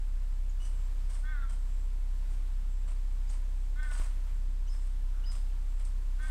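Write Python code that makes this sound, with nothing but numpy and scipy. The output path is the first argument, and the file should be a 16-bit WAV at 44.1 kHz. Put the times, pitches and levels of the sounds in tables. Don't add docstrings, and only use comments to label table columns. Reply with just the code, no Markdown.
import sys
import numpy as np
from scipy import signal
from scipy.fft import rfft, irfft, next_fast_len
from scipy.io import wavfile
from scipy.ndimage import map_coordinates

SR = 44100
rng = np.random.default_rng(int(sys.argv[2]) if len(sys.argv) > 2 else 0)


def materialize(psi):
    bounded = np.clip(np.atleast_2d(psi).T, -1, 1)
    quanta = np.round(bounded * 32767).astype(np.int16)
    wavfile.write(sys.argv[1], SR, quanta)


N = 278113

TOP_HZ = 15720
SHAFT_HZ = 32.35
RUSTLE_T60_S, RUSTLE_LINGER = .13, 8
BARK_RISE_S, BARK_ARCH_S, BARK_RELEASE_S = .046, .094, .055
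SCOOP_HZ, SCOOP_S = 30.02, 0.0201
SAG_S = .09
SLACK_HZ = 50
CATCH_WIDTH_S, CATCH_DB = 0.019, 5
ONSET_RASP_DB, ONSET_RASP_S = 17, .024


def amp(db):
    return 10 ** (np.asarray(db) / 20)


def unit(x):
    return x / np.sqrt(np.mean(x ** 2) + 1e-20)


def clock():
    return np.arange(N) / SR


def along(points, hz):
    point_hz, values = np.transpose(points)
    return np.interp(np.log(hz + 1), np.log(point_hz + 1), values)


def wobble(rate):
    knots = rng.standard_normal(int(N * rate / SR) + 4)
    return map_coordinates(knots, [clock() * rate])


def filtered(x, response):
    size = next_fast_len(N + SR // 2)
    hz = np.fft.rfftfreq(size, 1 / SR)
    return irfft(rfft(x, size) * response(hz), size)[:N]


def noise(spectrum):
    white = rng.standard_normal(N)
    return unit(filtered(white, lambda hz: amp(along(spectrum, hz))))


def narrow(centre_hz, width):
    white = rng.standard_normal(N)
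    return unit(filtered(white, lambda hz: 1 / (1 + ((hz - centre_hz) / width) ** 2)))


def turns(hz):
    return 2 * np.pi * np.cumsum(hz) / SR


def gate(start, length, edge):
    t = clock()
    attack = np.clip((t - start) / edge, 0, 1)
    release = np.clip((start + length - t) / edge, 0, 1)
    return attack * release


def engine(drift=0.0029, throb=0.052):
    # shaft_multiple, relative_db
    orders = [(1, -29), (2, -46), (3, -58)]
    # centre_hz, level_db
    hum_bands = [(119, -67.5), (183.5, -72), (291.5, -79.5)]
    phase = turns(SHAFT_HZ * (1 + drift * wobble(2.72)))
    drone = sum(amp(db + 2) * np.sin(k * phase + (k - 1) * np.pi / 2) for k, db in orders)
    throbbing = drone * (1 + throb * narrow(12, width=2))
    hum = sum(amp(db) * narrow(hz, width=2.5) for hz, db in hum_bands)
    return throbbing + hum


def wind(buffet_db=-47, air_db=-58.0):
    # centre_s, width_s, boost_db
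    gusts = [(.6, 0.072, 3.4), (1.1, .06, 4.5), (4.02, 0.045, 11), (4.29, .06, 5.3), (5.35, .07, 6.3)]
    # frequency_hz, relative_db (per Hz)
    buffet_spectrum = [(8, -25), (20, 13), (30, 0.5), (44, -2.5), (54, -29), (76, 3), (90, -16.5),
                       (110, -30), (200, -56)]
    # frequency_hz, relative_db (per Hz)
    air_spectrum = [(59, -30.5), (100, 1.5), (156, -10), (188, -10), (259, -16.5), (294, -12.5),
                    (430, -19.5), (467, -16.5), (590, -19.5), (1000, -18), (1110, -20), (1370, -21),
                    (6420, -30), (7760, -30), (15600, -39.5)]
    t = clock()
    boost_db = sum(db * np.exp(-((t - s) / width) ** 2) for s, width, db in gusts)
    buffeting = amp(buffet_db + boost_db) * noise(buffet_spectrum)
    hush = amp(air_db + 0.67 * wobble(4.03)) * noise(air_spectrum)
    return buffeting + hush


def thin_hiss(steady_db=-76):
    # start_s, length_s, level_db
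    hiss_bursts = [(.72, .18, -71), (1.66, 0.23, -73), (2.68, 0.24, -73), (4.72, .16, -74),
                   (5.66, 0.25, -74)]
    envelope = sum(amp(db) * gate(s, length, 0.032) for s, length, db in hiss_bursts)
    swelling_hiss = envelope * narrow(7635, width=190)
    steady_hiss = amp(steady_db + 1.4 * wobble(6.12)) * narrow(7770, width=580)
    return swelling_hiss + steady_hiss


def chips(waver=0.014):
    # start_s, length_s, start_hz, end_hz, level_db, octave_db (re the fundamental)
    chip_notes = [ (0.493, 0.01, 7600, 6370, -58, -31.5), (0.598, 0.041, 2820, 2970, -58.5, -12),
                  (0.614, 0.05, 2970, 2980, -66, 3.5), (1.482, 0.025, 3150, 3200, -66, -25),
                  (3.278, 0.012, 4970, 4870, -62, -21), (3.292, 0.0064, 7800, 6340, -53, -25),
                  (4.671, 0.019, 2700, 3100, -60.5, 0), (4.684, 0.017, 5960, 7100, -65, -30),
                  (4.685, 0.062, 4500, 5200, -59.5, -22), (5.237, 0.015, 2647, 3150, -54.5, -14),
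                  (5.25, 0.075, 4330, 5044, -52.5, -29), ]
    t, out = clock(), np.zeros(N)
    unsteady = 1 + waver * wobble(700)
    for s, length, start_hz, end_hz, db, octave_db in chip_notes:
        slide = np.exp(-np.clip(t - s, 0, 1) / min(.007, length / 2))
        pitch = end_hz + (start_hz - end_hz) * slide
        phase = turns(pitch * unsteady)
        tone = np.sin(phase) + amp(octave_db) * np.sin(2 * phase)
        out += amp(db) * gate(s, length, length / 5) * tone
    return out * amp(1.1 * wobble(130))


def yard(x):
    # frequency_hz, t60_s
    decay_times = [(200, 0.4), (2000, 0.66), (5000, 0.49), (12000, 0.22)]
    hz, t, cells = signal.stft(rng.standard_normal(SR // 2), SR, nperseg=256)
    decay = amp(-60 * t / along(decay_times, hz)[:, None])
    tail = signal.istft(cells * decay, SR, nperseg=256)[1]
    response = np.pad(tail / np.linalg.norm(tail), (SR // 100, 0))
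    return signal.fftconvolve(x, response)[:N]


def rustles(grain_db=2.5, clump_db=1, crackle_db=3.0):
    # peak_s, level_db, rise_s (per 20 dB), body_db (woody body re level)
    rustle_bursts = [ (.62, -60.5, 0.029, -2), (.655, -55.5, .021, -6), (1.105, -56.5, 0.018, -1),
                     (1.15, -57, 0.03, -2.5), (1.497, -58, .007, 1), (1.53, -61.5, .02, -2),
                     (2.31, -63.5, .031, -7), (2.881, -61, 0.0068, 6.5), (2.91, -61.5, .015, 1),
                     (3.299, -52, .0012, -7), (3.33, -58, .018, -0.5), (3.83, -56, .003, 1),
                     (3.875, -62, .03, 0), (3.914, -58.5, .006, 5.5), (3.935, -53.5, 0.04, -0.5),
                     (3.98, -53, 0.036, 0), (4.01, -55.5, .014, 3.5), (4.045, -58, 0.026, 1.5),
                     (4.28, -74, 0.033, 11), (4.74, -63.5, 0.065, -0.5), (4.86, -67, 0.034, 1.5),
                     (5.321, -53, .012, -5.5), (5.355, -58.5, 0.028, -0.5), (5.8, -64.5, .03, 3.5),
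                     (5.852, -57.5, .012, -9), (6.23, -59.5, .028, 1.5), (6.27, -58, 0.023, 1), ]
    # frequency_hz, relative_db (per Hz)
    scratch_spectrum = [(2000, -11), (3500, -10.5), (4400, -5.5), (4950, -3.5), (5500, -5), (7000, -6),
                        (7800, 1.5), (8500, 4), (9500, -4.5), (10700, -11.5), (13000, -29), (15500, -39)]
    # frequency_hz, relative_db (per Hz)
    wood_spectrum = [(150, 0), (400, -25), (620, 2), (780, -6.5), (1050, 2.5), (1300, -2), (1600, -6),
                     (2200, -5.5), (2650, -9.5), (3050, -7), (3700, -14), (7000, -34)]
    t = clock()
    bright, dull = np.zeros(N), np.zeros(N)
    for s, db, rise, body_db in rustle_bursts:
        t60 = RUSTLE_T60_S + RUSTLE_LINGER * rise
        rise_db = -20 * np.maximum(s - t, 0) / rise
        decay_db = -60 * np.maximum(t - s, 0) / t60
        power = amp(db + rise_db + decay_db) ** 2
        bright += power
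        dull += power * amp(body_db) ** 2
    grains = unit(amp(grain_db * wobble(900) + clump_db * wobble(120)))
    scratches = grains * noise(scratch_spectrum)
    crackles = unit(amp(crackle_db * wobble(250))) * noise(wood_spectrum)
    return np.sqrt(bright) * scratches + np.sqrt(dull) * crackles


def bark(start, length, top_hz, drop_hz, db, fade, catch_s, jitter=0.0052, rough=0.2, even_db=-7,
         rasp_db=-20, slack_db=13, ragged_db=1.7, follow=0.88, count=15):
    # frequency_hz, gain_db
    mouth = [(600, -32), (930, -26), (1240, -6), (1550, 0), (1860, -3), (2170, -14), (2480, -25),
             (3100, -38), (4500, -55)]
    # frequency_hz, gain_db
    nose = [(2800, -63), (3230, -34), (3360, -18), (3650, -23), (4050, -32), (4500, -48)]
    # frequency_hz, relative_db (per Hz)
    rasp_spectrum = [(600, -15), (1150, -11), (1500, -7), (2100, -9), (2600, -29), (3600, -16), (6000, -32)]
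    age = np.clip(clock() - start, 0, length + BARK_RELEASE_S)
    tiring = np.maximum(age - BARK_ARCH_S, 0)
    sag = drop_hz * (1 - np.exp(-tiring / SAG_S))
    pitch = top_hz - SCOOP_HZ * np.exp(-age / SCOOP_S) - sag
    phase = turns(pitch * (1 + jitter * wobble(150)))
    opening = (pitch / pitch.max()) ** follow
    voice = np.zeros(N)
    for k in range(2, count):
        throat = amp(along(mouth, k * pitch / opening)) + amp(along(nose, k * pitch))
        reed = amp(even_db * (k % 2 == 0)) * (1 + rough * wobble(70))
        voice += throat * reed * np.sin(k * phase)
    rasp = unit(noise(rasp_spectrum) * (1 + np.cos(phase)))
    onset_db = ONSET_RASP_DB * np.exp(-(age / ONSET_RASP_S) ** 2)
    hoarse = amp(rasp_db + slack_db * sag / SLACK_HZ + onset_db)
    catch = CATCH_DB * np.exp(-((age - catch_s) / CATCH_WIDTH_S) ** 2)
    release = np.clip((length - age) / BARK_RELEASE_S + .5, 0, 1)
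    swell = np.minimum(age / BARK_RISE_S, 1) * release
    effort = swell * amp(db - fade * tiring - catch + ragged_db * wobble(80))
    return effort * (unit(voice) + hoarse * rasp)


def squirrel():
    # start_s, length_s, top_hz, drop_hz, level_db, fade_db_per_s, catch_s (after the start)
    calls = [(1.225, .238, 310.4, 54, -49, 36, .17), (3.751, .2, 306, 23.8, -47.3, 22, 0.13),
             (6.182, .2, 312.5, 50, -48, 25, .1)]
    return sum(bark(*row) for row in calls)


def knocks(tick_db=-18, ring_hz=35):
    # start_s, level_db
    touches = [(3.999, -32.5)]
    out = np.zeros(N)
    for s, db in touches:
        t = np.maximum(clock() - s, 0)
        push = np.exp(-t / 0.006) * np.cos(2 * np.pi * ring_hz * t)
        tick = amp(tick_db) * np.exp(-t / .0007) * rng.standard_normal(N)
        out += amp(db) * (t > 0) * (push + tick)
    return out


def far_calls():
    # start_s, length_s, centre_hz, level_db
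    hoarse_calls = [(5.11, 0.24, 1370, -67)]
    return sum(amp(db) * gate(s, length, 0.045) * narrow(hz, width=220)
               for s, length, hz, db in hoarse_calls)


def scene():
    barks, birds = squirrel(), chips()
    echo = yard(amp(-12.0) * barks + amp(-7) * birds)
    animals = barks + birds + echo + rustles() + far_calls()
    return (animals + thin_hiss() + knocks() + engine() + wind())[None]


def record(dry):
    return filtered(dry[0], lambda hz: hz < TOP_HZ)[None]


dry = scene()
out = record(dry)
materialize(out)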